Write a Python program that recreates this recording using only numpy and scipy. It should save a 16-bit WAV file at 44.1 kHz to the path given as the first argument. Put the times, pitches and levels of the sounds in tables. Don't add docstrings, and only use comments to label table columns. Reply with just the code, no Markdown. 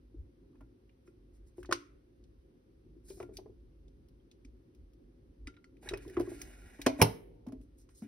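import sys
import numpy as np
from scipy import signal
from scipy.fft import rfft, irfft, next_fast_len
from scipy.io import wavfile
from scipy.ndimage import uniform_filter1d

SR = 44100
rng = np.random.default_rng(int(sys.argv[2]) if len(sys.argv) > 2 else 0)


def generate_wav(signal):
    frames = np.transpose(np.atleast_2d(signal))
    scaled = np.clip(frames, -1, 1) * 32767
    pcm = np.round(scaled).astype(np.int16)
    wavfile.write(sys.argv[1], SR, pcm)


def voltage_ratio(level):
    return 10 ** (np.asarray(level, float) / 20)


N = 356019

# t/s, peak level/dB, boom f/Hz, knuckle knock level/dB
HELD_BUMPS = [(0.146, -47.5, 320, -37), (1.082, -50, 353, -38), (1.693, -34, 353, -6),
              (1.712, -39.5, 568, -10), (2.864, -58, 345, -28), (2.967, -50.5, 340, -36),
              (3.174, -49, 350, -13), (3.204, -38, 390, -2), (3.323, -48.5, 371, -24),
              (3.387, -44, 373, -4), (3.414, -51, 384, -22.5), (3.497, -47.5, 392, -17.5),
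              (4.451, -51, 262.6, -37), (5.477, -44, 280, -22), (5.861, -49, 378, -3.5),
              (5.936, -29.5, 397.5, -11.5), (5.964, -42.5, 398, -12), (6.063, -40.5, 328, -30),
              (6.174, -22.5, 349, -15), (6.203, -24, 345.5, -8.5), (6.232, -67, 353, -32),
              (6.278, -35.5, 354, -15.5), (6.319, -35.5, 338, -10.5), (6.794, -41.5, 303, -7),
              (7.466, -53.5, 555, 0.5), (7.475, -35.5, 241, -17.5), (7.491, -45.5, 264, -10),
              (7.604, -50, 263, -21.5)]
# t/s, peak level/dB, boom f/Hz, knuckle knock level/dB
FREE_BUMPS = [(0.614, -50.5, 272, -9), (1.584, -39.5, 358.6, -16), (1.724, -33, 344, -2.5),
              (3.105, -41, 389, -14), (3.231, -40.5, 353.5, -9), (3.292, -45, 420, -10),
              (3.461, -47, 426, -11), (5.83, -63, 428, 6.5), (5.913, -36.5, 372, -14),
              (6.866, -21, 260.8, 2.5), (6.89, -37, 644, -29.5), (6.996, -30, 269, -23.5),
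              (7.522, -54.5, 628, -17.5), (7.531, -37.5, 262, -20), (8.024, -37, 216.5, -16)]
# f/Hz, level/dB, t60/s
SHELL_MODES = [(288, 2, 0.94), (382, 3.5, 0.47), (435, 6, 0.32), (627, -22.5, 0.13), (1000, -19, 0.33),
               (1024, -17, 0.29)]
# f/Hz, level/dB, t60/s
WORKTOP_MODES = [(90, -4, 0.1), (111.5, -1.5, 0.2), (158, -6.5, 0.025)]
# t/s, peak level/dB, crowded wall modes level/dB
LID_BLOWS = [
    (6.868, -29.5, -6),
    (7.0177, -6.5, -17.5),
    (7.023, -13, -20.5),
    (7.028, -12.5, -22.5),
]
# f/Hz, level/dB, t60/s
CLOSED_MODES = [(86, -10, 0.074), (113, -3.5, 0.17), (157, 3, 0.13), (200, -13.5, 0.5), (262.6, -8.5, 0.43),
                (295, -2.5, 0.4), (403, -6, 0.31), (444, 0.5, 0.38), (548, -11.5, 0.27), (640, -7.5, 0.034),
                (706, -12, 0.11), (917, -5.5, 0.07), (1590, -35, .35)]
# t/s, peak level/dB, dull part level/dB, ring f/Hz
TAPS = [(0.5546, -85, 12, 1030), (0.894, -86, 14.5, 2330), (1.0758, -75, 9, 1400),
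        (1.581, -74.5, 6.5, 1190), (1.648, -67.5, 14, 1160), (1.6574, -56.5, -21, 4500),
        (1.692, -74, 8, 1000), (1.712, -41.5, 0.5, 1220), (1.725, -26, 0, 1500), (2.2395, -68.5, -19, 4440),
        (3.2015, -56.5, 7, 1290), (3.881, -70.5, -12, 3611), (4.3137, -59.5, -27.5, 3600),
        (4.449, -61, -0.5, 2340), (5.472, -48.5, 4, 2270), (5.541, -81, 15, 2230), (5.567, -79, 17, 2200),
        (5.643, -61, 4, 2100), (5.88, -69, 1, 1740), (5.889, -38, 2.5, 3810), (5.9362, -48, 8, 1340),
        (6.1684, -55, 16, 1230), (6.267, -67, 1, 1590), (6.865, -26.5, -5, 810), (7.89, -67.5, 0.5, 1090)]
# t/s, peak level/dB, dull part level/dB, ring f/Hz
NAILS = [(6.416, -40, -7, 2280), (6.816, -42, -1.5, 2357), (0.608, -71.5, 9.5, 1040),
         (1.63, -58.5, 5, 1487), (3.1005, -55.5, -31, 4900), (3.228, -58.5, 4.5, 2350),
         (3.3693, -47, -27.5, 4700), (4.0861, -71, -16.5, 5200), (4.7483, -70.5, -7.5, 2460),
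         (4.934, -74.5, -14, 1012), (5.7687, -79, 10.5, 2410), (5.829, -67, -2, 1380),
         (5.9736, -51, -8.5, 1380), (6.079, -57.5, -23, 1420), (6.0984, -55.5, 0, 1880),
         (6.197, -51.5, 3.5, 1250), (6.209, -49, -4, 1040), (6.8631, -32, 2, 1695), (7.467, -63, -7, 869),
         (7.484, -64.5, -3, 1025), (7.522, -62, -0.5, 1050), (7.6128, -72.5, -15, 1120),
         (8.021, -63.5, -0.5, 1080)]
# t/s, peak level/dB, dull part level/dB, ring f/Hz, rattle length/s
LATCH = [
    (7.0152, -26.5, 4.5, 2360, 0.0051),
    (7.0165, -22.5, 5, 5300, 0.0011),
    (7.0173, -14, -12.5, 840, 0.0013),
    (7.0232, -17, 0, 5586, 0.0024),
]
# f/Hz, level/dB, t60/s
STEEL_MODES = [(1250, -2, .04), (1640, -4, .04), (2080, -2, .04), (2350, -2, .045), (2760, -2, .04),
               (3180, -6, .03), (3870, -3, .035), (4500, -6, .03), (5200, -5, .03), (5700, -6, .025)]
# t/s, level/dB
AJAR_BLOW = (6.866, -40)
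SHUT_BLOW = (7.019, -37.5)
# f/Hz, level/dB, t60/s
AJAR_MODES = [(608, -1.5, .4), (653, -3, .4), (768, -0.5, .19), (1150, -13.5, .13), (1340, -9.5, .24),
              (1700, -19, 0.21), (2008, -20.5, .27), (2175, -10.5, .22), (2400, -2.5, .16),
              (3000, -16, .15), (3740, -20.5, .19), (4230, -14, 0.2)]
# f/Hz, level/dB, t60/s
SHUT_MODES = [(614, -10, 0.35), (915, -16.5, 0.79), (1010, -15.5, 0.18), (1260, -13.5, 0.28),
              (1437, -5.5, 0.21), (1500, -20.5, 0.5), (2010, -15, 0.33), (2083, -12, 0.21),
              (2336, -15, 0.2), (2690, 0.5, 0.13), (3176, -4, 0.12), (3483, -23, 0.39), (3800, -18.5, 0.23),
              (4048, -23.5, 0.26)]
# t/s, level/dB, f/Hz, t60/s
PINGS = [(0.609, -59, 1000, .04), (0.895, -66, 2400, .04), (0.893, -68, 2830, .03), (1.075, -74, 5350, .03),
         (1.7125, -32, 1235, 0.019), (1.7242, -14.5, 1288, 0.012), (1.7273, -33.5, 2850, 0.028),
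         (1.7249, -26.5, 1053, 0.034), (4.2, -76, 3190, .08), (6.271, -52, 1105, .03),
         (5.472, -49.5, 3780, .03), (6.8659, -25.5, 1730, .02), (6.865, -25.5, 792, .03),
         (6.866, -27.5, 420, .04), (7.0163, -11, 877, 0.028), (7.019, -19.5, 434, .04),
         (3.105, -63, 2390, 0.088), (3.229, -65, 1396, 0.18), (3.337, -72, 2340, 0.083),
         (3.3697, -49.5, 3580, 0.021), (3.3695, -47, 4810, 0.046), (3.3697, -43, 5900, .03),
         (3.369, -58, 2390, 0.036), (3.46, -57.5, 800, 0.027), (3.291, -58.5, 750, .03),
         (5.831, -48, 710, 0.02), (5.85, -56, 800, 0.038), (5.874, -41, 1730, 0.024),
         (5.878, -45, 844, 0.028), (5.891, -49, 2120, .04), (5.92, -46, 1300, 0.026),
         (5.938, -39.5, 2520, 0.044), (6.051, -52.5, 1000, .02), (6.053, -50, 343, 0.084),
         (6.076, -39, 405, 0.059), (6.091, -40, 388, 0.046), (6.104, -38, 370, 0.057),
         (6.121, -44.5, 382, 0.055), (6.989, -35.5, 627, 0.045), (6.999, -31.5, 680, .04),
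         (7.003, -31, 1000, 0.05), (7.009, -24.5, 600, 0.04),
         (0.532, -72, 1150, .03), (0.547, -70, 900, .03), (0.557, -78, 2500, .03), (0.612, -73, 2300, .04),
         (0.615, -68, 1450, .04), (0.628, -70, 850, .05), (1.074, -70, 2500, .04), (1.074, -71, 1150, .04),
         (3.228, -62, 2050, .05), (3.203, -57, 2800, 0.032), (5.472, -51.5, 2050, 0.083),
         (5.472, -52, 4850, 0.038), (5.472, -61, 2850, 0.027), (5.567, -66.5, 3900, 0.037),
         (5.567, -65, 1900, .03), (5.643, -63, 4400, .04), (5.889, -39, 3850, 0.045),
         (5.889, -51, 6500, .03), (5.937, -48, 5150, .04), (5.937, -45, 1850, 0.056),
         (6.4165, -45, 5200, .03), (6.4165, -38, 6300, .03), (6.4165, -56, 4300, .03),
         (6.817, -46, 3850, 0.043), (6.2, -54, 4900, 0.035), (7.0245, -30.5, 2900, .02),
         (7.021, -32.5, 5400, .012)]
# t/s, level/dB
SPOUT_TOUCHES = [
    (0.624, -73),
    (1.079, -73),
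    (3.226, -60.5),
    (5.482, -54),
    (5.572, -65),
    (5.643, -65.5),
]
# t of full pressure/s, hold/s, dull level/dB, sheen level/dB
STROKES = [(1.068, 0.0039, -82, -75), (1.339, .03, -88.5, -81.5), (1.472, 0.0099, -89, -73),
           (1.572, 0.039, -82, -74), (3.054, 0.14, -88, -67.5), (3.085, 0.027, -77.5, -64.5),
           (3.211, 0.014, -66.5, -71), (3.339, 0.03, -79, -71), (5.87, 0.017, -65, -77),
           (6.419, 0.003, -71.5, -65), (6.865, .005, -54.5, -87), (7, 0.014, -49.5, -53.5),
           (7.621, 0.011, -98.5, -78.5), (7.787, 0.032, -92, -72), (7.904, 0.0054, -76.5, -73),
           (7.957, 0.036, -99, -66.5), (8.029, 0.01, -76.5, -75.5), (8.041, 0.029, -76, -85)]
# t/s, pressure level/dB, sheen over dull level/dB
SLIDE = [
    (5.81, -95.5, 10),
    (5.83, -62, -2),
    (5.99, -61.5, -22),
    (6.03, -67, -1.5),
    (6.16, -65, -9.5),
    (6.32, -62.5, -2.5),
    (6.6, -64.5, -5),
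    (6.8, -61.5, -9.5),
    (6.99, -71.5, -16),
]
# f/Hz, level/dB
RUB_COLOUR = [(700, -2.5), (1000, -14), (1250, -15), (1400, 0), (1550, -4), (1800, -3), (2050, -7),
              (2400, -5), (2650, -9), (3300, -18), (3800, -11.5), (4500, -38.5)]
# f/Hz, level/dB
RUB_SHEEN = [(2500, -31), (4000, -5.5), (5500, -3.5), (8000, 1), (11000, -5.5), (14000, -7.5), (15600, -12),
             (15900, -46)]
# f/Hz, width/Hz, level over the hiss/dB
SUNG_MODES = [(800, 60, 4.5), (1376, 33, 5.5), (1640, 64, 6), (1900, 40, 5), (2050, 40, 4), (2230, 66, 4.5),
              (2380, 62, 4.5), (2870, 50, 8)]
# t/s, then level/dB in each clap band
CLAPS = [
    (1.7245, -21.5, -24, -23.5, -35.5),
    (6.866, -30, -28, -28, -30),
    (7.018, -18, -20, -16, -16),
]
CLAP_HZ = (1200, 2800, 4600, 10000)
# f/Hz, t60/s, level/dB
ROOM = [(300, 0.9, -14), (750, 0.29, -14.5), (1300, 0.53, -13), (3150, .35, -9), (5900, 0.23, -21.5),
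        (10300, 0.4, -14)]
# f/Hz, level/dB
CLOSE_TREBLE = [(2500, 1), (4000, -1), (12000, -2.5), (13000, -10), (14300, -9.5), (15000, 0.5)]
# t/s, left minus right level/dB
PLACE = [
    (0, -1),
    (3.3, 1.5),
    (6.2, -1),
    (6.9, -2),
    (7.05, -2.5),
    (8.07, -2),
]
# f/Hz, phase/rad
PORT_LEAD = [(0, 0.45), (1700, 0.08), (2500, 1.7), (4200, 1.42), (5400, 0.69), (6700, 3.525), (8300, 3.43),
             (16000, 13.5)]
# f/Hz, phase/rad
LID_LEAD = [(0, 0), (350, -0.33), (730, 0.84), (2500, 0.5), (4200, 2), (5200, 6.5), (8100, 10.5),
            (16000, 17.5)]
# f/Hz, level/dB
SUM_COLOUR = [(6500, -1), (6900, -45), (8050, -45), (8300, 0.5), (12200, 1), (12600, -45), (14300, -45),
              (14600, -1.5), (15700, -2), (15950, -45)]
# f/Hz, level/dB
DIFFERENCE_COLOUR = [(60, -13), (150, -9.5), (600, 3.5), (3000, -2), (5000, -4), (8800, 2), (9400, -14.5),
                     (10800, -19.5), (11500, 1)]
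# t/s, level below 100 Hz/dB, length/s
SHAKES = [(0.219, -45, 0.083), (0.455, -71, .06), (0.597, -57, 0.12), (1.467, -59, 0.38),
          (1.654, -55, 0.14), (2.292, -55.5, 0.2), (3.499, -57.5, 1), (3.991, -53.5, 0.1),
          (4.212, -57.5, 0.13), (4.515, -54.5, 0.18), (4.838, -52.5, 0.11), (5.054, -60, 0.072),
          (5.312, -59, 0.059), (5.442, -46.5, 0.1), (5.927, -55, 0.13), (6.06, -44.5, 0.11),
          (6.199, -39.5, 0.081), (6.417, -51.5, 0.24), (6.678, -50.5, 0.084), (6.853, -51, 0.09),
          (7.052, -53, 0.23), (7.326, -72, 0.039), (7.51, -54.5, 0.15), (7.704, -69, 0.22)]
# f/Hz, level per Hz/dB
HUM_COLOUR = [(59, -34), (100, 0), (205, -10), (257, -2), (291, -4), (356, -2), (383, -5.5), (485, -19.5),
              (531, -19.5), (605, -32.5), (700, -31.5), (910, -44), (1540, -120)]
# t/s, level/dB
HUM_LEVEL = [(0, -62), (2, -64), (3, -61), (3.4, -58), (3.7, -63.5), (5.7, -62), (6.1, -55), (6.8, -61.5),
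             (7.4, -61.5), (7.8, -62), (8.07, -66.5)]
# f/Hz, level per Hz/dB
HISS_COLOUR = [(320, -28), (550, -3), (580, -20.5), (678, -20), (858, -20), (2140, -25), (5210, -28.5),
               (6850, -35), (9380, -36), (12500, -34.5), (16200, -66), (22000, -120)]


def seconds(length):
    return np.arange(int(length * SR)) / SR


def filtered(x, gain):
    size = next_fast_len(x.shape[-1], real=True)
    hz = np.fft.rfftfreq(size, 1 / SR) + 1
    return irfft(rfft(x, size) * gain(hz), size)[..., :x.shape[-1]]


def colour(x, points):
    hz, db = np.transpose(points)
    return filtered(x, lambda f: voltage_ratio(np.interp(np.log(f), np.log(hz), db)))


def band(x, lo_hz, hi_hz):
    sos = signal.butter(2, [lo_hz, min(hi_hz, .45 * SR)], "band", fs=SR, output="sos")
    return signal.sosfilt(sos, x)


def unit(x):
    return x / np.sqrt(np.mean(x ** 2))


def peak(x):
    return x / np.max(np.abs(x))


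def first(x):
    return x / np.max(np.abs(x[0]))


def ring(t, hz, db, t60):
    hz, db, t60 = (np.asarray(v, float)[:, None] for v in (hz, db, t60))
    return np.sum(voltage_ratio(db - 60 * t / t60) * np.sin(2 * np.pi * hz * t), 0)


def walk(rate):
    k = int(SR / rate)
    return uniform_filter1d(np.repeat(rng.standard_normal(N // k + 1), k), k)[:N]


def curve(rows):
    s, db = np.transpose(rows)
    level = np.interp(np.arange(N) / SR, s, db, -200, -200)
    return uniform_filter1d(voltage_ratio(level), size=300)


def stereo(points, alike):
    mid, side = rng.standard_normal((2, N))
    pair = np.sqrt(1 + alike) * mid + np.sqrt(1 - alike) * side * np.array([[1], [-1]])
    return unit(colour(pair, points))


def add(out, s, sound):
    i = int(s * SR)
    out[..., i:i + sound.shape[-1]] += sound[..., :N - i]


def bumps():
    held_ring_s, free_ring_s = .09, 0.24
    out, t = np.zeros(N), seconds(.35)
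    hz, db, t60 = np.transpose(SHELL_MODES)
    swell = peak((t * np.exp(-t / 0.0046)) ** 1.5)
    thump = peak(ring(t, *np.transpose(WORKTOP_MODES)) * (1 - np.exp(-t / 0.0082)))
    for rows, ring_s in ((HELD_BUMPS, held_ring_s), (FREE_BUMPS, free_ring_s)):
        for s, top_db, boom, knock_db in rows:
            luck = rng.standard_normal(len(hz))
            noise = rng.standard_normal(len(t))
            near_db = db - 9 * np.abs(np.log2(hz / boom)) + 4 * luck
            shell = peak(ring(t, hz, near_db, 0.54 * t60))
            forced = swell * np.sin(2 * np.pi * boom * t)
            free = ring(t, [boom, 1.5 * boom], [-5, -10], [ring_s, 0.43 * ring_s])
            free += voltage_ratio(-6.0) * shell
            body = peak(forced + free * (1 - np.exp(-t / 0.0096)) ** 2)
            scuff = noise * voltage_ratio(-60 * t / 0.056) * (1 - np.exp(-t / 0.0015))
            knock = peak(band(scuff, 350, 760))
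            thump_db = -16 - 0.18 * (top_db + 40)
            add(out, s - .003, voltage_ratio(top_db) * (body + voltage_ratio(knock_db) * knock + voltage_ratio(thump_db) * thump))
    return out


def snap():
    out, t = np.zeros(N), seconds(.6)
    hz, db, t60 = np.transpose(CLOSED_MODES)
    deep = hz < 130
    quick = voltage_ratio(-10.5) + np.exp(-t / 0.022)
    for s, top_db, crowd_db in LID_BLOWS:
        luck_db = db + 3 * rng.standard_normal(len(hz))
        modes = ring(t, hz[~deep], luck_db[~deep], t60[~deep]) * quick
        modes += voltage_ratio(1.0) * ring(t, hz[deep], luck_db[deep], 1.4 * t60[deep])
        cavity = band(rng.standard_normal(len(t)), 420, 930)
        crowd = peak(cavity * voltage_ratio(-60 * t / 0.34) * quick)
        add(out, s, voltage_ratio(top_db) * (peak(modes) + voltage_ratio(crowd_db) * crowd))
    return band(out, 55, 12000)


def spout():
    hz, t60 = 1390, .11
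    out, t = np.zeros(N), seconds(0.24)
    for s, db in SPOUT_TOUCHES:
        add(out, s, ring(t, [hz, 1.015 * hz], [db, db - 7], [t60, t60 / 2]))
    return out


def ticks():
    out, t = np.zeros((2, N)), seconds(.08)
    hz, db, t60 = np.transpose(STEEL_MODES)
    onset = 1 - np.exp(-t / 0.00056)
    contacts = [(*row, 0.0052, -19.5) for row in TAPS]
    contacts += [(*row, .005, 0) for row in NAILS]
    contacts += [(*row, -0.5) for row in LATCH]
    for s, top_db, dull_db, own_hz, length, bright_db in contacts:
        noise = rng.standard_normal(len(t))
        luck = rng.standard_normal(len(hz))
        rattle = noise * np.exp(-t / length) * onset
        clap = (t == 0) * np.sqrt(np.sum(rattle ** 2))
        rattle = np.array([rattle, clap])
        dull_hz = min(own_hz, 2400)
        crack = first(band(band(rattle, 2600, 8200), 2200, 14500))
        crack += voltage_ratio(bright_db) * first(band(rattle, 9100, 12000))
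        crack += voltage_ratio(bright_db - 8.5) * first(band(rattle, 13000, 18000))
        crack += voltage_ratio(dull_db - 4.0) * first(band(rattle, 0.77 * dull_hz, 1.765 * dull_hz))
        wall = ring(t, hz, db + np.where(hz < 2600, dull_db, 0) + 3 * luck, .7 * t60)
        own_db = (dull_db if own_hz < 2700 else -2) + 3.5
        tone = onset * (voltage_ratio(-18.5) * wall + ring(t, [own_hz], [own_db], [.012]))
        add(out, s - .0005, voltage_ratio(top_db + 5.5) * (crack + voltage_ratio([[0], [-8.5]]) * tone))
    return out


def walls():
    out, t = np.zeros(N), seconds(0.37)
    for (s, top_db), modes in ((AJAR_BLOW, AJAR_MODES), (SHUT_BLOW, SHUT_MODES)):
        hz, db, t60 = np.transpose(modes)
        t60 = np.minimum(t60, .33)
        pair = ring(t, hz, db, t60) + ring(t, 1.012 * hz, db - 4, t60)
        add(out, s, voltage_ratio(top_db) * pair)
    t = seconds(.12)
    rise_cycles = 0.58
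    for s, db, hz, t60 in PINGS:
        add(out, s, ring(t, [hz], [db], [t60]) * (1 - np.exp(-t * hz / rise_cycles)))
    return out


def sung(x):
    def gain(f):
        return 1 + sum(voltage_ratio(db) / (1 + (2 * (f - hz) / width) ** 2) for hz, width, db in SUNG_MODES)
    return filtered(x, gain)


def patchy(x, edges_hz, spread_db, rate):
    below = [0 * x] + [filtered(x, lambda f: f < hz) for hz in edges_hz] + [x]
    return sum((hi - lo) * voltage_ratio(spread_db * walk(rate)) for lo, hi in zip(below, below[1:]))


def rubs():
    press_db_per_s, lift_db_per_s = 1098.5, 550.5
    grain = voltage_ratio(2.0 * walk(70) + 1.8 * walk(500)) * rng.standard_normal(N)
    dull = patchy(unit(sung(colour(grain, RUB_COLOUR))), (1100, 1520, 2050), 1.8, 18)
    sheen = patchy(unit(colour(grain, RUB_SHEEN)), (7500, 13500), 1.4, 40)
    t, slide = np.arange(N) / SR, np.array(SLIDE)
    sheen_over_dull = voltage_ratio(np.interp(t, slide[:, 0], slide[:, 2]))
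    out = curve(slide[:, :2]) * (dull + sheen * sheen_over_dull)
    for s, hold, dull_db, sheen_db in STROKES:
        part = slice(int((s - .1) * SR), int((s + hold + .1) * SR))
        late = t[part] - s
        press_or_lift = np.minimum(press_db_per_s * late, lift_db_per_s * (hold - late))
        touch = voltage_ratio(np.minimum(0, press_or_lift))
        out[part] += touch * (voltage_ratio(dull_db) * dull[part] + voltage_ratio(sheen_db) * sheen[part])
    return out


def claps():
    out, t = np.zeros(N), seconds(.02)
    click = 1. * (t == 0)
    for s, *dbs in CLAPS:
        pulse = sum(voltage_ratio(db) * band(click, hz / 1.7, hz * 1.45) for hz, db in zip(CLAP_HZ, dbs))
        add(out, s, pulse)
    return out


def kitchen(x):
    t = seconds(0.5)
    early = (1 - np.exp(-t / 0.00077)) * (1 + 5.0 * np.exp(-t / 0.015))
    noise = rng.standard_normal((2, len(t))) * early
    tail = 0
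    for hz, t60, db in ROOM:
        decay = voltage_ratio(-60 * t / t60) / np.sqrt(t60 * SR / 14)
        tail = tail + voltage_ratio(db) * band(noise, hz / 2, hz * 2.3) * decay
    return signal.fftconvolve(x[None], tail, axes=1)[:, :N]


def ports(x):
    move_s = 6.7
    pan_db = np.interp(np.arange(N) / SR, *np.transpose(PLACE))
    bass = signal.sosfilt(signal.butter(1, 150, fs=SR, output="sos"), x)
    parts = np.split((x - bass)[None], [int(move_s * SR)], axis=1)
    half_turn = np.array([[.5j], [-.5j]])
    turned = [filtered(part, lambda f: np.exp(half_turn * np.interp(f, *np.transpose(lead))))
              for part, lead in zip(parts, (PORT_LEAD, LID_LEAD))]
    return bass + np.hstack(turned) * voltage_ratio(np.array([pan_db, -pan_db]) / 2)


def matrix(x):
    both = colour((x[0] + x[1]) / 2, SUM_COLOUR)
    apart = colour((x[0] - x[1]) / 2, DIFFERENCE_COLOUR)
    return np.array([both + apart, both - apart])


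def background():
    house_db, hiss_db = -64, -77.5
    deep = stereo([(20, -38), (35, -2.5), (50, 13), (70, 2), (110, -10.5), (200, -50), (500, -99)], 0.7)
    t = np.arange(N) / SR
    shake = voltage_ratio(house_db)
    for s, db, length in SHAKES:
        shake = shake + voltage_ratio(db) * np.exp(-(2 * (t - s) / length) ** 2)
    deep = deep * voltage_ratio(2.7 * walk(12.0)) * shake
    hum = stereo(HUM_COLOUR, 0.71) * voltage_ratio(2 * walk(21)) * curve(HUM_LEVEL)
    return deep + hum + stereo(HISS_COLOUR, -0.13) * voltage_ratio(hiss_db)


def scene():
    body = bumps() + snap() + spout()
    blows, sent = colour(body + ticks(), CLOSE_TREBLE)
    notes, skin = walls(), rubs()
    echo = kitchen(sent + claps() + skin + voltage_ratio(-7.5) * notes)
    return ports(blows + notes) + matrix(ports(skin) + echo + background())


def band_limit(x):
    return signal.sosfilt(signal.butter(12, 16970, fs=SR, output="sos"), x)


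def record(dry):
    low_cut = signal.butter(2, 30, "high", fs=SR, output="sos")
    top_cut = signal.ellip(8, .2, 60, 16200, fs=SR, output="sos")
    mix = signal.sosfilt(top_cut, signal.sosfilt(low_cut, dry))
    return band_limit(mix)


dry = scene()
out = record(dry)
generate_wav(out)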